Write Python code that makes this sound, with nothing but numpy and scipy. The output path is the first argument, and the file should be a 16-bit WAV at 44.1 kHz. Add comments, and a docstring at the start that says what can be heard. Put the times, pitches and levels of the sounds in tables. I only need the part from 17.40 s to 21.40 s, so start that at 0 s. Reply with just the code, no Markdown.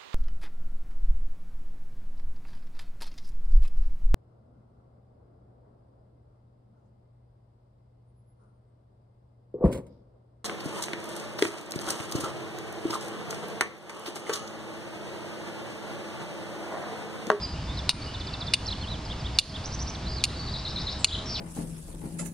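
"""In a forest, a hand-held fire steel strikes a stone five times, close by.
Each blow is a crack, a few milliseconds of scraping and a rebound; this force excites the modes
of steel and stone, leaving a faint ring, and the trees scatter the sound back. Songbirds sing
gliding tones over a low outdoor rumble. An automatic gain control ducks after every blow."""
import sys
import numpy as np
from scipy import signal
from scipy.fft import rfft, irfft
from scipy.io import wavfile
from scipy.ndimage import uniform_filter1d, minimum_filter1d

SR = 44100
rng = np.random.default_rng(int(sys.argv[2]) if len(sys.argv) > 2 else 0)


def inscribe(sig):
    """Save sig as 16-bit PCM at rate SR to the path in sys.argv[1].

    A 1-D sig is mono; a 2-D sig holds one channel per row.
    Samples are clipped to [-1, 1] before scaling.
    """
    pcm = np.round(np.clip(np.atleast_2d(sig).T, -1, 1) * 32767)
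    wavfile.write(sys.argv[1], SR, pcm.astype(np.int16))


N = 176400
SIDES = np.array([[.5], [-.5]])  # splits a left-minus-right difference between the channels

# likeness of diffuse sound at the two microphones (frequency [Hz], coherence [ratio])
COHERENCE = [(30, .995), (150, .997), (350, .95), (700, .7), (1400, .55), (2500, .75), (4200, .85),
             (5500, .5), (9000, .05)]


def amp(db):
    """Decibels to amplitude ratio."""
    return 10 ** (np.asarray(db) / 20)


def unit_rms(x):
    """Normalisation to an rms of 1."""
    return x / np.sqrt(np.mean(x ** 2) + 1e-20)


def read(points, hz):
    """Interpolation of a table on a log-frequency axis."""
    f, value = np.transpose(points)
    return np.interp(np.log(hz + 1), np.log(f + 1), value)


def add(mix, start, sound):
    """Superposition: a sound joins the mix at a time in seconds."""
    part = mix[..., max(round(start * SR), 0):][..., :sound.shape[-1]]
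    part += sound[..., :part.shape[-1]]


def drift(t, rate):
    """Slow noise: straight lines through rate random values a second."""
    return np.interp(t * rate, np.arange(2048), rng.standard_normal(2048))


def minimum_phase(db):
    """Minimum phase: the most compact causal impulse response with the given gains."""
    log_gain = np.log(amp(np.r_[db, db[-2:0:-1]]))
    return np.fft.ifft(np.exp(np.conj(signal.hilbert(log_gain)))).real


def diffuse_pair(left, independent, hz):
    """Partial coherence: two noise spectrograms become a stereo pair, most alike in the bass."""
    same = read(COHERENCE, hz)[:, None]
    return np.array([left, same * left + np.sqrt(1 - same ** 2) * independent])


def air():
    """Spectrally shaped noise: outdoor rumble and leaf hiss with drifting patches."""
    # noise spectrum (frequency [Hz], relative density [dB])
    spectrum = [(12, -28), (20, -5.5), (48, -6), (72, 2.5), (167, -5.5), (420, -17), (525, -19.5),
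                (571, -18), (639, -19), (695, -17), (1030, -18), (1800, -24.5), (2440, -26), (4770, -25.5),
                (7680, -39), (9330, -43.5), (11000, -58.5), (14200, -77), (15900, -78)]
    # stereo balance (frequency [Hz], left minus right [dB])
    balance = [(150, 0), (700, -2), (2000, 0)]
    frames, hz = N // 512 + 6, np.fft.rfftfreq(2048, 1 / SR)
    left_re, left_im, other_re, other_im, patches = rng.standard_normal((frames, len(hz), 5)).T
    patches = uniform_filter1d(patches, size=14, axis=0)  # across frequency
    patch_db = unit_rms(uniform_filter1d(patches, size=8, axis=1))  # across time
    pair = diffuse_pair(left_re + 1j * left_im, other_re + 1j * other_im, hz)
    pair *= amp(read(spectrum, hz)[:, None] + patch_db + (SIDES * read(balance, hz))[:, :, None])
    wash = signal.istft(pair, nperseg=2048, noverlap=1536)[1][:, :N]
    return amp(-35) * unit_rms(wash)


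def hum():
    """Random modulation of level and pitch makes a faint, far hum waver."""
    # steady tones (frequency [Hz], level [dB])
    tones = [(62, -42.5), (523, -61.5), (638, -56), (695, -64)]
    t, out = np.arange(N) / SR, np.zeros(N)
    for hz, db in tones:
        level = amp(db + 3.1 * drift(t, 4.67))
        phase = 2 * np.pi * np.cumsum(hz + 3 * drift(t, 12)) / SR
        out += level * np.sqrt(2) * np.sin(phase)
    return out


def forest_echo(x):
    """Scattering from trunks and leaves: reverberation in which each band decays at its own rate."""
    # reverberation time (frequency [Hz], T60 [s])
    decay_times = [(500, 0.4), (3000, 0.41), (6000, 0.64), (13000, 0.55)]
    reflections = rng.standard_normal((2, SR)) * (rng.random((2, SR)) < .06)
    hz, t, bands = signal.stft(reflections, SR, nperseg=256)
    envelope = amp(-60 * t / read(decay_times, hz)[:, None]) * np.minimum(t / 0.0043, 1)
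    tail = signal.istft(diffuse_pair(*bands, hz) * envelope, SR, nperseg=256)[1]
    return signal.fftconvolve(x, tail / np.linalg.norm(tail[0]), axes=1)[:, :N]


def note(length, first_hz, middle_hz, last_hz, db, flutter_hz=0, swing_hz=0):
    """Frequency modulation: a whistle bends through three pitches; flutter chops it into sweeps."""
    t = np.arange(0, length, 1 / SR)
    progress, cycle = t / length, (t * flutter_hz) % 1
    glide = np.polyval(np.polyfit([0, .5, 1], [first_hz, middle_hz, last_hz], 2), progress)
    hz = glide * (1 + 0.0191 * drift(t, 400)) + swing_hz * (2 * cycle - 1)
    fade = np.sin(np.pi / 2 * np.clip(np.minimum(progress, 1 - progress) / 0.17, 0, 1))
    level = fade * amp(db + 3.5 * drift(t, 231.5))
    pulses = np.sin(np.pi * cycle) ** 0.58 if flutter_hz else 1
    return level * pulses * np.sqrt(2) * np.sin(2 * np.pi * np.cumsum(hz) / SR)


def phrase(notes):
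    """Superposition of notes. A note row is (time [s], length [s], start [Hz], middle [Hz], end [Hz],
    level [dB]); a flutter row adds (flutter rate [Hz], swing [Hz])."""
    out = np.zeros(N)
    for start, *shape in notes:
        add(out, start, note(*shape))
    return out


def repeat(starts, notes):
    """Delayed, scaled copies of one phrase."""
    out, group = np.zeros(N), phrase(notes)
    for start, db in starts:
        add(out, start, amp(db) * group)
    return out


def perch(song, pan_db, echo_db):
    """Level difference gives a bird its direction, the share of reverberation its distance."""
    direct = song * amp([[pan_db], [-pan_db]])
    return direct + amp(echo_db) * forest_echo(direct)


def deep_wood():
    """Beyond the critical distance, birds are heard mostly as reverberation."""
    # soft whistles (note rows)
    whistles = [(.14, 0.059, 2780, 2984, 3030, -47), (.21, .05, 4490, 4870, 5070, -51),
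                (.54, 0.068, 2460, 2406, 2260, -52), (.655, 0.067, 3000, 2936, 2990, -45.5),
                (.81, 0.061, 3150, 3020, 3000, -53), (.92, 0.032, 2680, 2680, 2600, -49),
                (2.955, 0.075, 4600, 4445, 4430, -41.5), (3.05, .09, 4590, 4600, 4680, -46)]
    return amp(-5) * perch(phrase(whistles), pan_db=0, echo_db=5)


def far_bird():
    """Near the critical distance, echo matches direct sound: swelling chips, a flourish and rasps."""
    # run of chips (time [s], level [dB])
    chips = [(2.875, -43), (2.94, -43.5), (3.003, -47), (3.072, -39), (3.138, -33), (3.25, -31),
             (3.359, -29.5), (3.468, -29)]
    # down-up glide of one chip (note rows)
    chip = [(0, 0.0168, 4320, 3847, 3220, -4.4), (.018, 0.0163, 3600, 4000, 4800, -4.8)]
    # rasp that ends each chip (flutter rows)
    chip_tail = [(.03, .035, 4600, 4934, 5140, -8.5, 260, 765)]
    # closing flourish (note rows)
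    flourish = [(3.669, 0.03, 5290, 3800, 3000, -36), (3.709, 0.029, 3000, 3620, 4200, -33.5),
                (3.74, 0.015, 4000, 3400, 2930, -33)]
    # closing rasps (flutter rows)
    rasps = [(3.585, 0.1, 7970, 7400, 6240, -51, 210, 910), (3.855, .04, 5700, 5550, 5640, -41, 265, 350),
             (3.888, 0.051, 4820, 5120, 5060, -35.5, 190, 700),
             (3.94, 0.03, 5010, 4130, 3120, -32.5, 280, 330),
             (3.965, 0.0375, 5340, 4930, 4600, -42, 150, 600),
             (3.972, 0.0293, 3280, 2695, 2300, -40, 211, 350)]
    song = repeat(chips, list(chip) + list(chip_tail)) + phrase(flourish) + phrase(rasps)
    return perch(song, pan_db=0.4, echo_db=-0.5)


def near_bird():
    """Direct sound dominates in a nearer bird's song of modulated tones, a little to the right."""
    # entries of the motif (time [s], level [dB])
    entries = [(1.649, -39), (1.796, -39), (1.946, -39), (2.092, -38)]
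    # three-note motif (note rows)
    motif = [(0, 0.0215, 5490, 4900, 4700, -7), (0.048, .026, 3055, 3400, 3900, -1),
             (0.067, .017, 3600, 3150, 2800, -3.5)]
    # single whistles (note rows)
    whistles = [(.008, 0.017, 4550, 4900, 5780, -43), (0.018, 0.042, 5120, 4850, 4896, -34),
                (0.273, 0.069, 3480, 3600, 3850, -44), (0.338, .047, 4270, 4650, 5400, -51),
                (0.37, 0.038, 4300, 3750, 3280, -40), (0.379, 0.016, 4230, 4900, 5700, -44),
                (0.48, 0.053, 3890, 4350, 4780, -46), (0.612, 0.054, 4300, 4650, 5330, -45),
                (0.66, 0.0214, 4330, 4750, 5070, -43), (1.258, 0.013, 3900, 5000, 6000, -37),
                (1.274, .024, 5330, 4250, 3740, -36), (1.301, 0.019, 3180, 3860, 4420, -37),
                (1.32, 0.021, 4410, 3350, 2800, -39), (1.412, 0.016, 4200, 4300, 4280, -40.5),
                (1.422, 0.035, 3590, 3150, 2660, -41.5), (1.468, 0.093, 3050, 4000, 2670, -42.5),
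                (2.545, .018, 4660, 3800, 3200, -41.5)]
    # arching trill (flutter rows)
    trill = [(2.645, .185, 3470, 4880, 3150, -39, 60, -450)]
    # falling slurs (time [s], level [dB])
    slurs = [(.736, -42), (0.798, -39.5), (.869, -41.5), (.932, -38), (1.005, -37), (1.067, -36.5),
             (1.135, -37)]
    # glide of a slur (length [s], start [Hz], middle [Hz], end [Hz])
    slur = (0.028, 5500, 3650, 3840)
    # rising buzzes (time [s], level [dB])
    buzzes = [(2.238, -40.5), (2.314, -38), (2.389, -37.5), (2.466, -38)]
    song = repeat(entries, motif) + phrase(whistles) + phrase(trill)
    for start, db in slurs:
        add(song, start, note(*slur, db))
    for start, db in buzzes:
        add(song, start, note(.045, 4200, 5750, 5850, db, flutter_hz=170, swing_hz=620))
    return perch(song, pan_db=-1.1, echo_db=-9)


def contact_force(t, impact_db, scrape_db, scrape_s, rebound_s, rebound_db):
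    """Impact and friction: the steel hits, drags over the stone's edge and hits again."""
    scrape_fade_s, crush_s, stereo_width = 0.0039, 0.00083, 0.62
    noise = rng.standard_normal((3, 3, len(t)))
    grit = noise[:, :1] + stereo_width * np.diff(noise[:, 1:], prepend=0)  # sides differ in the treble
    scrape, impact, rebound = grit / np.sqrt(SR / 1000)
    force = scrape / 2 * amp(scrape_db) * np.exp(-np.maximum(t - scrape_s, 0) / scrape_fade_s)
    for delay, db, crumbs in (0, impact_db, impact), (rebound_s, rebound_db, rebound):
        crush = amp(2) * crumbs * np.exp(-t / crush_s)
        add(force, delay, amp(db) * ((t == 0) + crush))
    return force


def body_response(t, clink_db):
    """Modal impulse response of steel and stone: damped sinusoids under a broadband crack."""
    # short modes, damped by the hands (frequency [Hz], level [dB], T60 [s])
    damped = [(2240, -59, .02), (2870, -2.5, 0.016), (2973, -27.5, 0.0076), (3770, -9, 0.028),
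              (4000, -28, 0.014), (4300, -5.5, 0.02), (4600, -8, 0.011), (4830, -3, 0.017),
              (5700, -23, .012), (8500, -10, 0.01), (9020, -6, 0.019), (9700, -8, .012)]
    # long, faint ring of the steel (frequency [Hz], level [dB], T60 [s])
    ring = [(2400, -67, 0.65), (6540, -55, 0.84), (8825, -45, 0.44)]
    # spectrum of the bare crack (frequency [Hz], level [dB])
    crack = [(200, -18), (900, -10), (1700, -16.5), (2500, 4), (4300, 13.5), (6000, 7), (7800, -5.5),
             (9500, 1.5), (11500, -46), (15500, -46)]
    clink = (6650, clink_db - 10, 0.0058)
    response = np.zeros((2, len(t)))
    for hz, db, t60 in [*damped, *ring, clink]:
        phase = 2 * np.pi * hz * rng.normal(1, 0.0027) * t
        lag = SIDES * (hz / 8800) ** 2 * rng.normal(0.41, 0.97)  # high modes differ between the sides
        response += amp(db - 16 - 60 * t / t60) * np.sin(phase - lag)
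    add(response, 0, amp(-6) * minimum_phase(read(crack, np.fft.rfftfreq(2048, 1 / SR))))
    return response


def blow_colour(tilt_db, knock_db):
    """Spectral shaping of a blow: a common curve, a tilt and a peak or dip at the pitch of the knock."""
    # colour at the microphones (frequency [Hz], gain [dB])
    colour = [(40, -29), (400, -8), (900, -6), (1600, -11.5), (2400, 4.5), (5000, -2), (7800, 1),
              (9500, -7), (11500, -12), (15500, -27)]
    knock_hz, knock_width_hz = 2550, 640
    hz = np.fft.rfftfreq(2048, 1 / SR)
    tilt = tilt_db * np.log2(np.clip(hz, 1500, 12000) / 4300)
    knock = knock_db * np.exp(-((hz - knock_hz) / knock_width_hz) ** 2)
    return minimum_phase(read(colour, hz) + tilt + knock)


def fire_steel():
    """Forced vibration: each blow is its contact force convolved with the response of steel and stone."""
    # blows (time [s], impact [dB], scrape [dB], scrape length [s], rebound delay [s], rebound [dB],
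    # tilt [dB/octave], clink [dB], knock [dB], left minus right [dB])
    blows = [(0.4932, 0.5, -13.5, 0.018, 0.0069, -10.5, 0, -17, -4, 1.5),
             (1.1366, -9, -2, 0.0061, 0.0034, -15, 0, 2, 0, -0.5),
             (1.9877, 7, -0.5, 0.0077, 0.0049, -9, 2.5, 5.5, -3, -2),
             (2.8395, -4.5, -1.5, 0.0013, 0.013, -18, 3.5, 4.5, 6.5, -1),
             (3.6450, -6, -5.5, 0.0027, .0009, 0.5, 1, 16, 6.5, 0)]
    t, direct = np.arange(16384) / SR, np.zeros((2, N))
    for start, *contact, tilt_db, clink_db, knock_db, pan_db in blows:
        vibration = signal.fftconvolve(contact_force(t, *contact), body_response(t, clink_db), axes=1)
        blow = signal.fftconvolve(vibration, blow_colour(tilt_db, knock_db)[None], axes=1)
        add(direct, start, amp(7 + pan_db * SIDES) * blow)
    return direct + amp(-24.5) * forest_echo(direct)


def housing(x):
    """Phase difference: the body that holds the microphones shifts one against the other."""
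    # lead of the left microphone (frequency [Hz], phase [rad])
    phase_lead = [(1000, 0), (2500, 0), (3500, 0.17), (4500, 0.49), (5500, 0.94), (7000, 1.45), (9000, 0)]
    shift = SIDES * read(phase_lead, np.fft.rfftfreq(2 * N, 1 / SR))
    return irfft(rfft(x, 2 * N) * np.exp(1j * shift))[:, :N]


def scene():
    """Superposition of steel, birds and forest air at two microphones."""
    return housing(fire_steel() + near_bird() + far_bird() + deep_wood() + air() + hum())


def record(dry):
    """Compression: the gain ducks at each blow and recovers; a peak limiter and a low-pass follow."""
    threshold_db, duck_share, sense_s, fall_db_per_s, cutoff_hz = -22, 0.49, 0.0026, 116.5, 15900
    pole = np.exp(-1 / (sense_s * SR))
    power = signal.lfilter([1 - pole], [1, -pole], (dry ** 2).mean(0))
    fall = np.arange(N) * fall_db_per_s / SR
    held_db = np.maximum.accumulate(10 * np.log10(power + 1e-12) + fall) - fall  # peaks sink steadily
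    ducked = dry / amp(duck_share * np.maximum(held_db - threshold_db, 0))
    limit_gain = 1 / np.maximum(abs(ducked).max(0), 1)
    limited = ducked * uniform_filter1d(minimum_filter1d(limit_gain, size=33), size=33)
    lowpass = signal.firwin(255, cutoff_hz, window=("kaiser", 9), fs=SR)
    return signal.oaconvolve(limited, lowpass[None], "same")


dry = scene()
out = record(dry)
inscribe(out)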